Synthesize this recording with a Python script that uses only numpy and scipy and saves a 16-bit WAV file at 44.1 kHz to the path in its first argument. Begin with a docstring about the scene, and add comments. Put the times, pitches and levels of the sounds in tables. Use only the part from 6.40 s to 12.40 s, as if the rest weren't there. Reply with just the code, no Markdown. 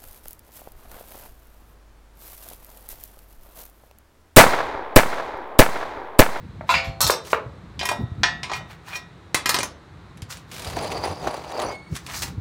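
"""A light knock, then a steel dish clanks and a cup clatters on the stone paving of an open porch.
A brick knocks down; a thin tray is picked up, bumped and dropped rattling onto it; then the brick is
dragged over gritty stone, ending in a thin squeal. Impacts excite normal modes, long-lived in steel and
heavily damped in brick; stick-slip friction makes the grinding. Close walls reverberate, and air and
handling rumble on the microphone over a quiet outdoor hush."""
import sys
import numpy as np
from scipy import signal
from scipy.fft import rfft, irfft, next_fast_len
from scipy.io import wavfile
from scipy.ndimage import map_coordinates

SR = 44100
rng = np.random.default_rng(int(sys.argv[2]) if len(sys.argv) > 2 else 0)


def to_wav(s):
    """Save 16-bit WAV."""
    ch = np.atleast_2d(s).T  # columns
    pcm = np.round(np.clip(ch, -1, 1) * 32767)  # PCM
    wavfile.write(sys.argv[1], SR, pcm.astype(np.int16))


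N = 264732
TIME = np.arange(N) / SR
AGE = TIME[:SR]  # time since a blow

# contacts of the tray: t/s, level/dB, bass/dB, treble/dB, favoured f/Hz, ring/dB, damping t60/s
TRAY_CONTACTS = [(1.393, -17, -18, -14, 3020, -4, 0.56), (1.412, -19, -3, -36, 3060, 4.5, 0.18),
                 (1.430, -26, 7.5, -8, 700, 7, 2.2), (1.454, -18.5, -6, -2.5, 3070, 3, 0.39),
                 (1.489, -15.5, -4.5, -7, 1130, 7.5, 0.23), (1.514, -24.5, 8.5, -6, 670, 5, 5),
                 (1.8334, -2, -7.5, -21.5, 1900, -5.5, 2.2), (2.032, -17.5, -0.5, -14, 2250, -7.5, 1.7),
                 (2.097, -26, 3.5, -21, 990, 4, 0.3), (2.116, -20, 1, -18, 1160, -1, 0.47),
                 (2.134, -19, -16, -13.5, 2330, 0.5, 1.7), (2.555, -27.5, -6, -27, 5500, 8, 0.94),
                 (2.9447, -5.5, -4, -7.5, 2220, -18, 0.37), (3.058, -9.5, -9.5, -8, 1920, -2.5, 0.78),
                 (3.0922, -7, -4, -4, 4300, -10, 0.7), (3.1433, -9.5, -4.5, -6.5, 4530, 0.5, 0.12),
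                 (3.164, -11, -3, -23, 1020, -16, 0.18), (3.1874, -9.5, -9, -10, 584, -18, 0.2),
                 (3.2048, -16, -14, -13, 2250, -5, 0.1), (3.231, -16, -2.5, -4.5, 6070, 4, 0.093)]
# normal modes of the tray: f/Hz, level/dB, t60/s
TRAY_MODES = [(386, -8.5, 0.19), (581, -8, 0.23), (701, -9.5, 1), (765, -8, 0.55), (1008.4, 2.5, 0.27),
              (1307, -15.5, 3.9), (1619, -3.5, 0.29), (1908, 0.5, 0.5), (2130, -5.5, 0.25),
              (2400, -9, 0.33), (2445, 3, 0.24), (2730, -8, .26), (3110, -1.5, 0.11), (3220, -7, 0.14),
              (3400, -11, 0.35), (3600, -11, 1.02), (3756, -16, 0.98), (3830, -10, 0.45), (4180, -6, 0.1),
              (4400, -28, 0.25), (4180, -5.5, 0.21), (4870, -34, 0.33), (5200, -27, 0.096), (5360, -24, .4),
              (5500, -8.5, 0.31), (5620, -1.5, 0.18), (6700, -5, 0.083), (7900, -18, .16),
              (10430, -31, 0.107)]


def steel(contacts, modes, mode_db, shimmer_db, shimmer_t60, chatter_db, chatter_t60,
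          crack_db, mid_db, top_db, wet_db, count=130):
    """Modal superposition: each impact cracks, chatters and rings main modes and a crowd of weak ones."""
    crowd_hz = np.linspace(900, 15500, count) * np.exp(rng.normal(0, 0.0198, count))
    crowd_t60 = shimmer_t60 * (crowd_hz / 3000) ** -.35 * np.exp(rng.normal(0, 0.085, count))
    crowd = damped_sine(crowd_hz[:, None], crowd_t60[:, None])
    hz, level, t60 = np.transpose(modes)
    main = damped_sine(hz[:, None], t60[:, None])
    track = np.zeros(N)
    for s, db, bass_db, treble_db, favoured_hz, ring_db, damping_t60 in contacts:
        # the point of contact favours one group of modes
        favour = [(favoured_hz / 1.35, 0), (favoured_hz, 6), (favoured_hz * 1.35, 0)]
        tilt = [(700, 0.41 * bass_db), (1900, 0), (5000, 0), (11000, treble_db / 2)]
        scatter = amp(rng.normal(0, 1.5, len(hz))) * rng.choice([-1, 1], len(hz))
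        strengths = amp(level + along(favour, hz) + along(tilt, hz)) * scatter
        # hand or ground damps the high modes sooner
        damped = main * fade(damping_t60 * (hz[:, None] / 2000) ** -.5)
        ring = amp(mode_db + ring_db) * (strengths @ damped)
        crowd_ring = rng.standard_normal(count) @ crowd / np.sqrt(count)
        shimmer = amp(shimmer_db) * crowd_ring * fade(damping_t60)
        # the rim buzzes against the stone, and every tiny touch sets the sheet ringing again
        touches = grains(SR, 1.6) * fade(chatter_t60)
        buzz = convolve(touches, shimmer * fade(0.022))
        chatter = amp(chatter_db) * (buzz + touches / 2)
        crack = amp(crack_db) * rng.standard_normal(SR) * fade(0.033)
        # a hard contact is bright, a padded one falls off steeply
        tone = [(100, bass_db - 20.5), (300, bass_db), (600, bass_db + 6), (1000, bass_db + 6.5),
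                (2400, mid_db), (5000, -3.5), (8500, treble_db), (15000, 2.47 * treble_db + top_db)]
        clash = colour(colour(shimmer + chatter + crack, tone), favour)
        add(track, s, amp(db) * (porch(clash, wet_db) + ring))
    return track


def dish():
    """Free vibration of a struck steel shell: its low modes ring on after the clank."""
    # t/s, level/dB, bass/dB, treble/dB, favoured f/Hz, ring/dB, damping t60/s
    contacts = [(0.2915, -9.5, -1, -17.5, 955, -3, 4), (0.3014, -11.5, -5.5, -13.5, 1000, -4.5, 3.9),
                (0.3411, -8, -13, -23.5, 2410, -2.5, 1.1), (0.3504, -23.5, 6.5, -20, 570, 5, 6.6),
                (0.4424, -25.5, -5.5, -14.5, 774, -7.5, 3)]
    modes = [(531.4, -7.5, 0.83), (674.7, 1, 0.84), (758, -4, 0.46), (775, -10.5, 1.6), (948, 4, 0.12),
             (1027, 12, 0.093), (1126, -8, .6), (1343, -2, 0.47), (1670, 0, 0.19), (2020, -4, 0.26),
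             (2133, -6, .2), (2305, -5.5, 0.61), (2420, 0, 0.095), (2703, -11.5, 0.23), (3476, -4, 0.34),
             (3924, 1.5, 0.15), (4300, -14.5, 0.87), (6830, -15, 0.32)]  # f/Hz, level/dB, t60/s
    return steel(contacts, modes, mode_db=-14.5, shimmer_db=-24, shimmer_t60=0.58, chatter_db=-9.5,
                 chatter_t60=0.19, crack_db=-18.5, mid_db=2.5, top_db=14, wet_db=-2)


def cup():
    """A smaller shell has higher natural frequencies, so its impacts clatter brightly."""
    # t/s, level/dB, bass/dB, treble/dB, favoured f/Hz, ring/dB, damping t60/s
    contacts = [(0.606, -6, -5.5, -7, 4200, -3, 0.75), (0.614, -7, -22, -2.5, 6430, 5, 0.8),
                (0.6244, -17, 1, -7, 4400, 9.5, 1.3), (0.642, -10, -21, -8, 6400, 8, 0.43),
                (0.666, -6, -16, -11, 4070, -3, 1.5), (0.6754, -15, 0.5, -2, 4230, -7, 3.6),
                (0.7044, -10, -6, -4, 5600, 3.5, 7.8)]
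    modes = [(550, -9.5, 0.13), (1292, -8.5, 0.66), (2800, -15, 0.077), (3660, -11, 0.46), (3870, -19, .3),
             (4030, -17.5, 0.79), (4160, -3, 0.081), (4286, -2.5, 0.11), (5480, -11.5, 0.3),
             (5530, -7, 0.23), (6170, -20, .28), (8300, -9, 0.27), (8860, -10.5, 0.12), (10314, -15, 0.2),
             (11720, -13.5, 0.12), (13700, -20, .14)]  # f/Hz, level/dB, t60/s
    return steel(contacts, modes, mode_db=-18, shimmer_db=-2, shimmer_t60=0.074, chatter_db=-13,
                 chatter_t60=0.04, crack_db=-7, mid_db=-11.5, top_db=6, wet_db=-1.5)


def tray():
    """Impacts excite the bending modes of a thin plate as it is lifted, bumped and dropped."""
    return steel(TRAY_CONTACTS, TRAY_MODES, mode_db=-17.5, shimmer_db=-8.5, shimmer_t60=0.32,
                 chatter_db=-6, chatter_t60=0.088, crack_db=-1.5, mid_db=-4.5, top_db=-1, wet_db=-9)


def tray_slide(sing_hz=2405, focus_db=17):
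    """Forced vibration: friction at the sliding edge drives the tray's modes, most near sing_hz."""
    focus = [(sing_hz / 1.1, 0), (sing_hz, focus_db), (sing_hz * 1.05, 0)]
    modes = [(hz, db + along(focus, hz), min(t60, .17))
             for hz, db, t60 in TRAY_MODES if hz > sing_hz / 2]
    friction = swell(s=2.532, db=-32.5, rise=0.035, fall=0.07) * grains(N, 2.4)
    return resonate(friction, modes)


def brick_knocks(crunch_db=-10, over_brick_s=2.8, thud_db=-5.5, thud_hz=375, thud_contact_s=0.0015):
    """Heavy damping leaves the struck brick a dead clack; a longer contact softens the attack."""
    blows = [(0.2097, -16, 690, 0.00058), (0.698, 0.5, 1132, 0.00048), (0.738, -13, 1270, 0.001),
             (0.9308, 2.5, 1100, 0.00073), (0.945, -7, 1330, 0.0019), (2.207, -21, 975, 0.0018)]  # t/s, level/dB, f/Hz, contact time/s
    modes = [(0.599, -6.5, 0.015), (.92, -1.5, 0.014), (1.25, -7.5, 0.015), (2.1, -7, 0.0072)]  # frequency ratio, level/dB, t60/s
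    # the falling tray also thuds on the brick
    thuds = [(s, db + thud_db, thud_hz * np.exp(rng.normal(0, .1)), thud_contact_s)
             for s, db, *_ in TRAY_CONTACTS if s > over_brick_s]
    track = np.zeros(N)
    for s, db, hz, contact_s in blows + thuds:
        clack = sum(amp(level) * damped_sine(ratio * hz, t60) for ratio, level, t60 in modes)
        stone = [(hz / 7, -16), (hz / 3, -1), (hz * 1.3, 0),
                 (hz * 2.5, -10), (hz * 4.5, -28), (hz * 10, -55)]
        crunch = amp(crunch_db) * unit(colour(rng.standard_normal(SR), stone)) * fade(0.028)
        attack = 1 - np.exp(-(AGE / contact_s) ** 2)
        add(track, s, amp(db) * porch((clack + crunch) * attack, wet_db=-10))
    return track


def brick_drag(start_s=4.09, attack_s=0.19, stop_s=5.31, release_s=0.11, pull_db=-40.5,
               grit_db=-40, grit_growth=0.75, wear_db_per_s=6.5):
    """Stick-slip friction: the brick grinds and jolts while crushed grit hisses and screeches."""
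    shoves = [(4.27, -34, 0.061, 0.034), (4.39, -28, 0.12, 0.41), (4.555, -28, 0.18, 0.2),
              (4.647, -20, 0.015, 0.1), (4.872, -26.5, 0.1, 0.19), (5.225, -22.5, 0.19, 0.19),
              (5.295, -27, 0.074, 0.092)]  # on top of the steady pull: t/s, level/dB, rise/s, fall/s
    jolts = [(4.368, -12), (4.445, -9.5), (4.567, -15), (4.638, -10), (4.872, -8), (4.942, -12),
             (5.193, -15), (5.236, -18)]  # the brick catches: t/s, level/dB
    grind_spectrum = [(150, -25), (280, -2), (350, 0.5), (720, 4), (1050, 0), (1600, -14), (2600, -17),
                      (5000, -43)]  # f/Hz, level/dB
    grit_spectrum = [(600, -10), (2000, -1.5), (3500, -4), (4300, -2), (5200, -17), (6200, -8), (8900, -15),
                     (10400, -24), (12500, -23), (15500, -23)]  # f/Hz, level/dB
    sand_spectrum = [(800, 6.5), (2800, 8), (6000, 3), (9000, -1), (15500, -4)]  # f/Hz, level/dB
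    screech_modes = [(4540, -1.5, 0.039), (4820, -8, 0.022), (4860, -1, 0.039), (5400, -6.5, 0.04),
                     (5920, -7.5, 0.018), (9730, -7, 0.035), (9700, -13.5, 0.012), (14100, -20, .02)]  # f/Hz, level/dB, t60/s
    moving = np.clip((TIME - start_s) / attack_s, 0, 1)
    stopping = amp(-20 * np.maximum(TIME - stop_s, 0) / release_s)
    effort = power_sum([amp(pull_db) * moving] + [swell(*shove) for shove in shoves]) * stopping
    slips = wobble(90)
    push = power_sum([amp(-2) * effort * unit(amp(1.05 * slips)), amp(-10) * bursts(jolts, t60=0.048)])
    grinding = push * friction_noise(grind_spectrum, 3.6)
    # the grit follows the push and, from the second shove on, thins out as it is ground down
    worn = amp(-wear_db_per_s * np.maximum(TIME - shoves[1][0], 0))
    grit_gain = amp(grit_db) * worn * (push / amp(-31)) ** grit_growth * np.sqrt(moving)
    # each resonance flares by itself, and only under a firm push
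    flares = sum(amp(db + 4 * wobble(25)) * resonate(grains(N, 9.2), [(hz, db, t60)])
                 for hz, db, t60 in screech_modes)
    screech = amp(-2) * np.tanh(effort / amp(-38.5)) * unit(flares)
    hiss = unit(colour(grains(N, 3.3), grit_spectrum) * amp(4 * slips))
    # loose sand is swept aside as the brick first moves
    sweep = swell(s=4.145, db=-38, rise=0.05, fall=0.4) * stopping
    sand = sweep * friction_noise(sand_spectrum, 4.7)
    return porch(grinding + grit_gain * (hiss + screech) + sand, wet_db=-17.5)


def scuffs(stroke_db=-2, tick_db=-8, stutter_s=4.1948, stutter_gap_s=0.026, stutter_db=-25):
    """Sliding friction on rough stone: light strokes rasp, and single sand grains fracture."""
    strokes = [(0.286, -43.5, -50, 0.02, 0.026), (0.875, -39.5, -40, 0.04, 0.05),
               (0.917, -41.5, -33.5, 0.024, 0.048), (2.165, -36, -41.5, 0.047, 0.035),
               (2.314, -39.5, -52, 0.037, 0.053), (2.49, -35.5, -44.5, 0.042, 0.075),
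               (2.535, -33, -52, 0.04, 0.04), (2.566, -51, -34.5, 0.035, 0.025),
               (3.906, -36, -34.5, 0.013, 0.075), (5.569, -39, -38.5, 0.058, 0.038),
               (5.698, -30.5, -46, 0.025, 0.078), (5.745, -29.5, -35, 0.022, 0.068),
               (5.775, -49, -30.5, 0.1, 0.1), (5.826, -29, -24.5, 0.016, 0.043),
               (5.882, -38, -43, 0.04, 0.03)]  # t/s, rasp level/dB, sand level/dB, rise/s, fall/s
    ticks = [(0.8498, -31), (0.9023, -27), (3.7733, -38), (3.8198, -28), (3.9239, -24.5), (3.9708, -31),
             (4.115, -28), (5.218, -21.5), (5.5528, -25), (5.5639, -21), (5.6645, -23.5), (5.821, -18),
             (5.8314, -19.5)]  # grains cracking under an edge: t/s, level/dB
    rasp_spectrum = [(300, -16), (900, 10), (2500, 4.5), (4000, -1.5), (7000, -18)]  # f/Hz, level/dB
    sand_spectrum = [(2000, -34), (4200, 4), (6300, 4.5), (9000, -2), (12000, -6), (15500, -5)]  # f/Hz, level/dB
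    crack_spectrum = [(300, -7), (1200, 1.5), (3000, 4.5), (6500, -1), (10000, -2.5), (15500, -19)]
    rasp_gain = power_sum(swell(s, db, rise, fall) for s, db, _, rise, fall in strokes)
    sand_gain = power_sum(swell(s, db, rise, fall) for s, _, db, rise, fall in strokes)
    rasp = rasp_gain * friction_noise(rasp_spectrum, 4.5)
    sand = sand_gain * friction_noise(sand_spectrum, 2.5)
    # the brick sticks and slips evenly as it gets going
    stutter = [(stutter_s + k * stutter_gap_s, stutter_db) for k in range(5)]
    cracks = bursts(ticks + stutter, t60=0.056) * friction_noise(crack_spectrum, 0.9)
    return porch(amp(stroke_db) * (rasp + sand) + amp(tick_db) * cracks, wet_db=-11.5)


def squeal(pitch_hz=2196, rise_hz_per_s=170):
    """A harmonic series on a slowly rising fundamental pulses thinly as the drag ends."""
    pulses = [(5.355, -38, 0.09, 0.029), (5.425, -48, 0.016, 0.04), (5.472, -50.5, 0.015, 0.052)]  # t/s, level/dB, rise/s, fall/s
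    hz = pitch_hz + rise_hz_per_s * (TIME - pulses[0][0])
    phase = 2 * np.pi * np.cumsum(hz) / SR
    tone = sum(amp(db) * np.sin(k * phase) for k, db in enumerate([1, -10, -22, -19], 1))
    return porch(sum(swell(*pulse) for pulse in pulses) * tone, wet_db=-2.5)


def porch(x, wet_db, delay_s=0.0057):
    """Reverberation: close walls add a diffuse tail to x, in which the treble dies first."""
    decay_times = [(200, 0.7), (1000, 0.32), (4000, 0.26), (14000, 0.12)]  # f/Hz, t60/s
    hz, t, spectra = signal.stft(rng.standard_normal(SR // 2), SR, nperseg=256)
    decay = np.exp(-np.log(1000) * t / along(decay_times, hz)[:, None])
    tail = signal.istft(spectra * decay, SR, nperseg=256)[1]
    onset = np.clip(np.arange(len(tail)) / SR / delay_s - .5, 0, 1)
    return x + amp(wet_db) * convolve(x, tail * onset)


def air_and_handling(buffet_db=-2, bump_db=-4, wander_db=0.8, flutter_db=3):
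    """Turbulent pressure rumbles on the microphone, and the hand's bumps reach it through its body."""
    light_air = [(0, -41), (1.0, -43), (1.7, -40.5), (2.3, -45), (3.75, -46.5), (4.4, -39), (5.42, -47),
                 (5.9, -37.5)]  # calm while the microphone rests: t/s, level/dB
    puffs = [(0.053, -34.5, 0.28), (0.357, -31, 0.19), (0.495, -33.5, 0.13), (0.663, -25.5, 0.15),
             (1.41, -36, 0.12), (1.618, -18, 0.087), (1.821, -27, 0.15), (1.95, -35.5, 0.2),
             (4.365, -36, 0.58), (4.71, -30, 0.074), (4.852, -36, 0.33), (5.263, -33.5, 0.12),
             (5.527, -22.5, 0.065), (5.93, -36.5, 1)]  # as it swings: t/s, level/dB, length/s
    rumble_spectrum = [(25, -35), (52, -2), (75, 1), (160, -2.5), (210, -9), (300, -14), (500, -24.5),
                       (1000, -64)]  # f/Hz, level/dB
    bumps = [(0.473, -14, 71.4), (0.492, -12, 85), (1.061, -21, 122), (1.593, -20.5, 236),
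             (1.636, -12, 120), (1.717, -14, 93.5), (1.781, -12.5, 107), (2.18, -23, 132),
             (3.823, -18, 104), (4.273, -16, 80), (5.522, -31, 140), (5.978, -12.5, 100)]  # t/s, level/dB, f/Hz
    air_db = np.interp(TIME, *np.transpose(light_air))
    air = amp(air_db + wander_db * wobble(1.98) + flutter_db * wobble(5))
    flow = power_sum([air] + [swell(s, db, length / 2, length / 2) for s, db, length in puffs])
    track = amp(buffet_db) * flow * unit(colour(rng.standard_normal(N), rumble_spectrum))
    for s, db, hz in bumps:
        add(track, s, amp(db + bump_db) * damped_sine(hz, 0.076) * (1 - fade(0.0075)))
    return track


def hush(level_db=-50):
    """Stationary noise: the distant outdoor background."""
    spectrum = [(50, -5), (110, -17.5), (165, 12), (220, -12.5), (320, 2), (600, -6.5), (1100, -3.5),
                (2000, -10), (3000, -18), (3900, -14), (5000, -24.5), (8000, -29.5), (12000, -40.5),
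                (16000, -47)]  # f/Hz, level/dB
    return amp(level_db) * unit(colour(rng.standard_normal(N), spectrum))


def amp(db):
    """Decibels to amplitude ratio."""
    return 10 ** (np.asarray(db) / 20)


def unit(x):
    """Normalisation to rms 1."""
    return x / np.sqrt(np.mean(x ** 2) + 1e-20)


def fade(t60):
    """Exponential decay, 60 dB in t60 seconds."""
    return np.exp(-np.log(1000) * AGE / np.maximum(t60, 1e-3))


def damped_sine(hz, t60):
    """Impulse response of one mode."""
    return np.sin(2 * np.pi * hz * AGE) * fade(t60)


def convolve(x, response):
    """Convolution with an impulse response scaled to unit energy."""
    return signal.fftconvolve(x, response / np.linalg.norm(response))[:len(x)]


def resonate(x, modes):
    """Forced response to x of modes given as f/Hz, level/dB, t60/s."""
    return convolve(x, sum(amp(db) * damped_sine(hz, t60) for hz, db, t60 in modes))


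def along(points, hz):
    """Interpolation of (f/Hz, value) points on a logarithmic frequency axis."""
    f, value = np.transpose(points)
    return np.interp(np.log(hz + 1), np.log(f + 1), value)


def colour(x, points):
    """Minimum-phase filtering by a curve of f/Hz, level/dB."""
    size = 2 * next_fast_len(len(x) // 2 + 2048)
    cepstrum = irfft(np.log(amp(along(points, np.fft.rfftfreq(size, 1 / SR)))))
    cepstrum[1:size // 2] *= 2  # folding the cepstrum makes the filter causal
    cepstrum[size // 2 + 1:] = 0
    return irfft(rfft(x, size) * np.exp(rfft(cepstrum)), size)[:len(x)]


def grains(size, spread_db):
    """Random amplitude modulation clumps noise of rms 1 into millisecond grains."""
    knots = rng.standard_normal(size // 44 + 2)
    strength = np.interp(np.linspace(0, len(knots) - 1, size), np.arange(len(knots)), knots)
    return unit(rng.standard_normal(size) * amp(spread_db * np.minimum(strength, 2)))


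def friction_noise(spectrum, spread_db):
    """Micro-impacts of rough surfaces: grainy noise shaped by a spectrum, at rms 1."""
    return unit(colour(grains(N, spread_db), spectrum))


def wobble(rate):
    """Slow random modulation, with rate knots a second."""
    return map_coordinates(rng.standard_normal(int(N * rate / SR) + 4), [TIME * rate], order=1)


def swell(s, db, rise, fall):
    """Exponential growth and decay about time s: 20 dB up in rise seconds, 20 dB down in fall."""
    return amp(db - 20 * np.maximum((s - TIME) / max(rise, 1e-3), (TIME - s) / max(fall, 1e-3)))


def bursts(slips, t60):
    """Envelope of short slips (t/s, level/dB), each decaying exponentially."""
    envelope = np.zeros(N)
    for s, db in slips:
        add(envelope, s, amp(db) * fade(t60))
    return envelope


def power_sum(envelopes):
    """Incoherent sources add in power."""
    return np.sqrt(sum(envelope ** 2 for envelope in envelopes))


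def add(track, s, sound):
    """Superpose a sound on the track at time s."""
    span = track[max(round(s * SR), 0):][:len(sound)]
    span += sound[:len(span)]


def scene():
    """Superposition of all sources at one microphone."""
    steelware = dish() + cup() + tray() + tray_slide()
    stonework = brick_knocks() + brick_drag() + scuffs() + squeal()
    return (steelware + stonework + air_and_handling() + hush())[None]


def record(dry, low_cut_hz=44, top_hz=15900):
    """Band limiting: the small microphone drops the deepest bass, and the treble ends at top_hz."""
    high_pass = signal.butter(N=3, Wn=low_cut_hz, btype="high", fs=SR, output="sos")
    thin = signal.sosfilt(high_pass, dry)
    size = next_fast_len(N + SR // 2)
    low_pass = 1 / (1 + (np.fft.rfftfreq(size, 1 / SR) / top_hz) ** 160)
    return irfft(rfft(thin, size) * low_pass, size)[..., :N]


dry = scene()
out = record(dry)
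to_wav(out)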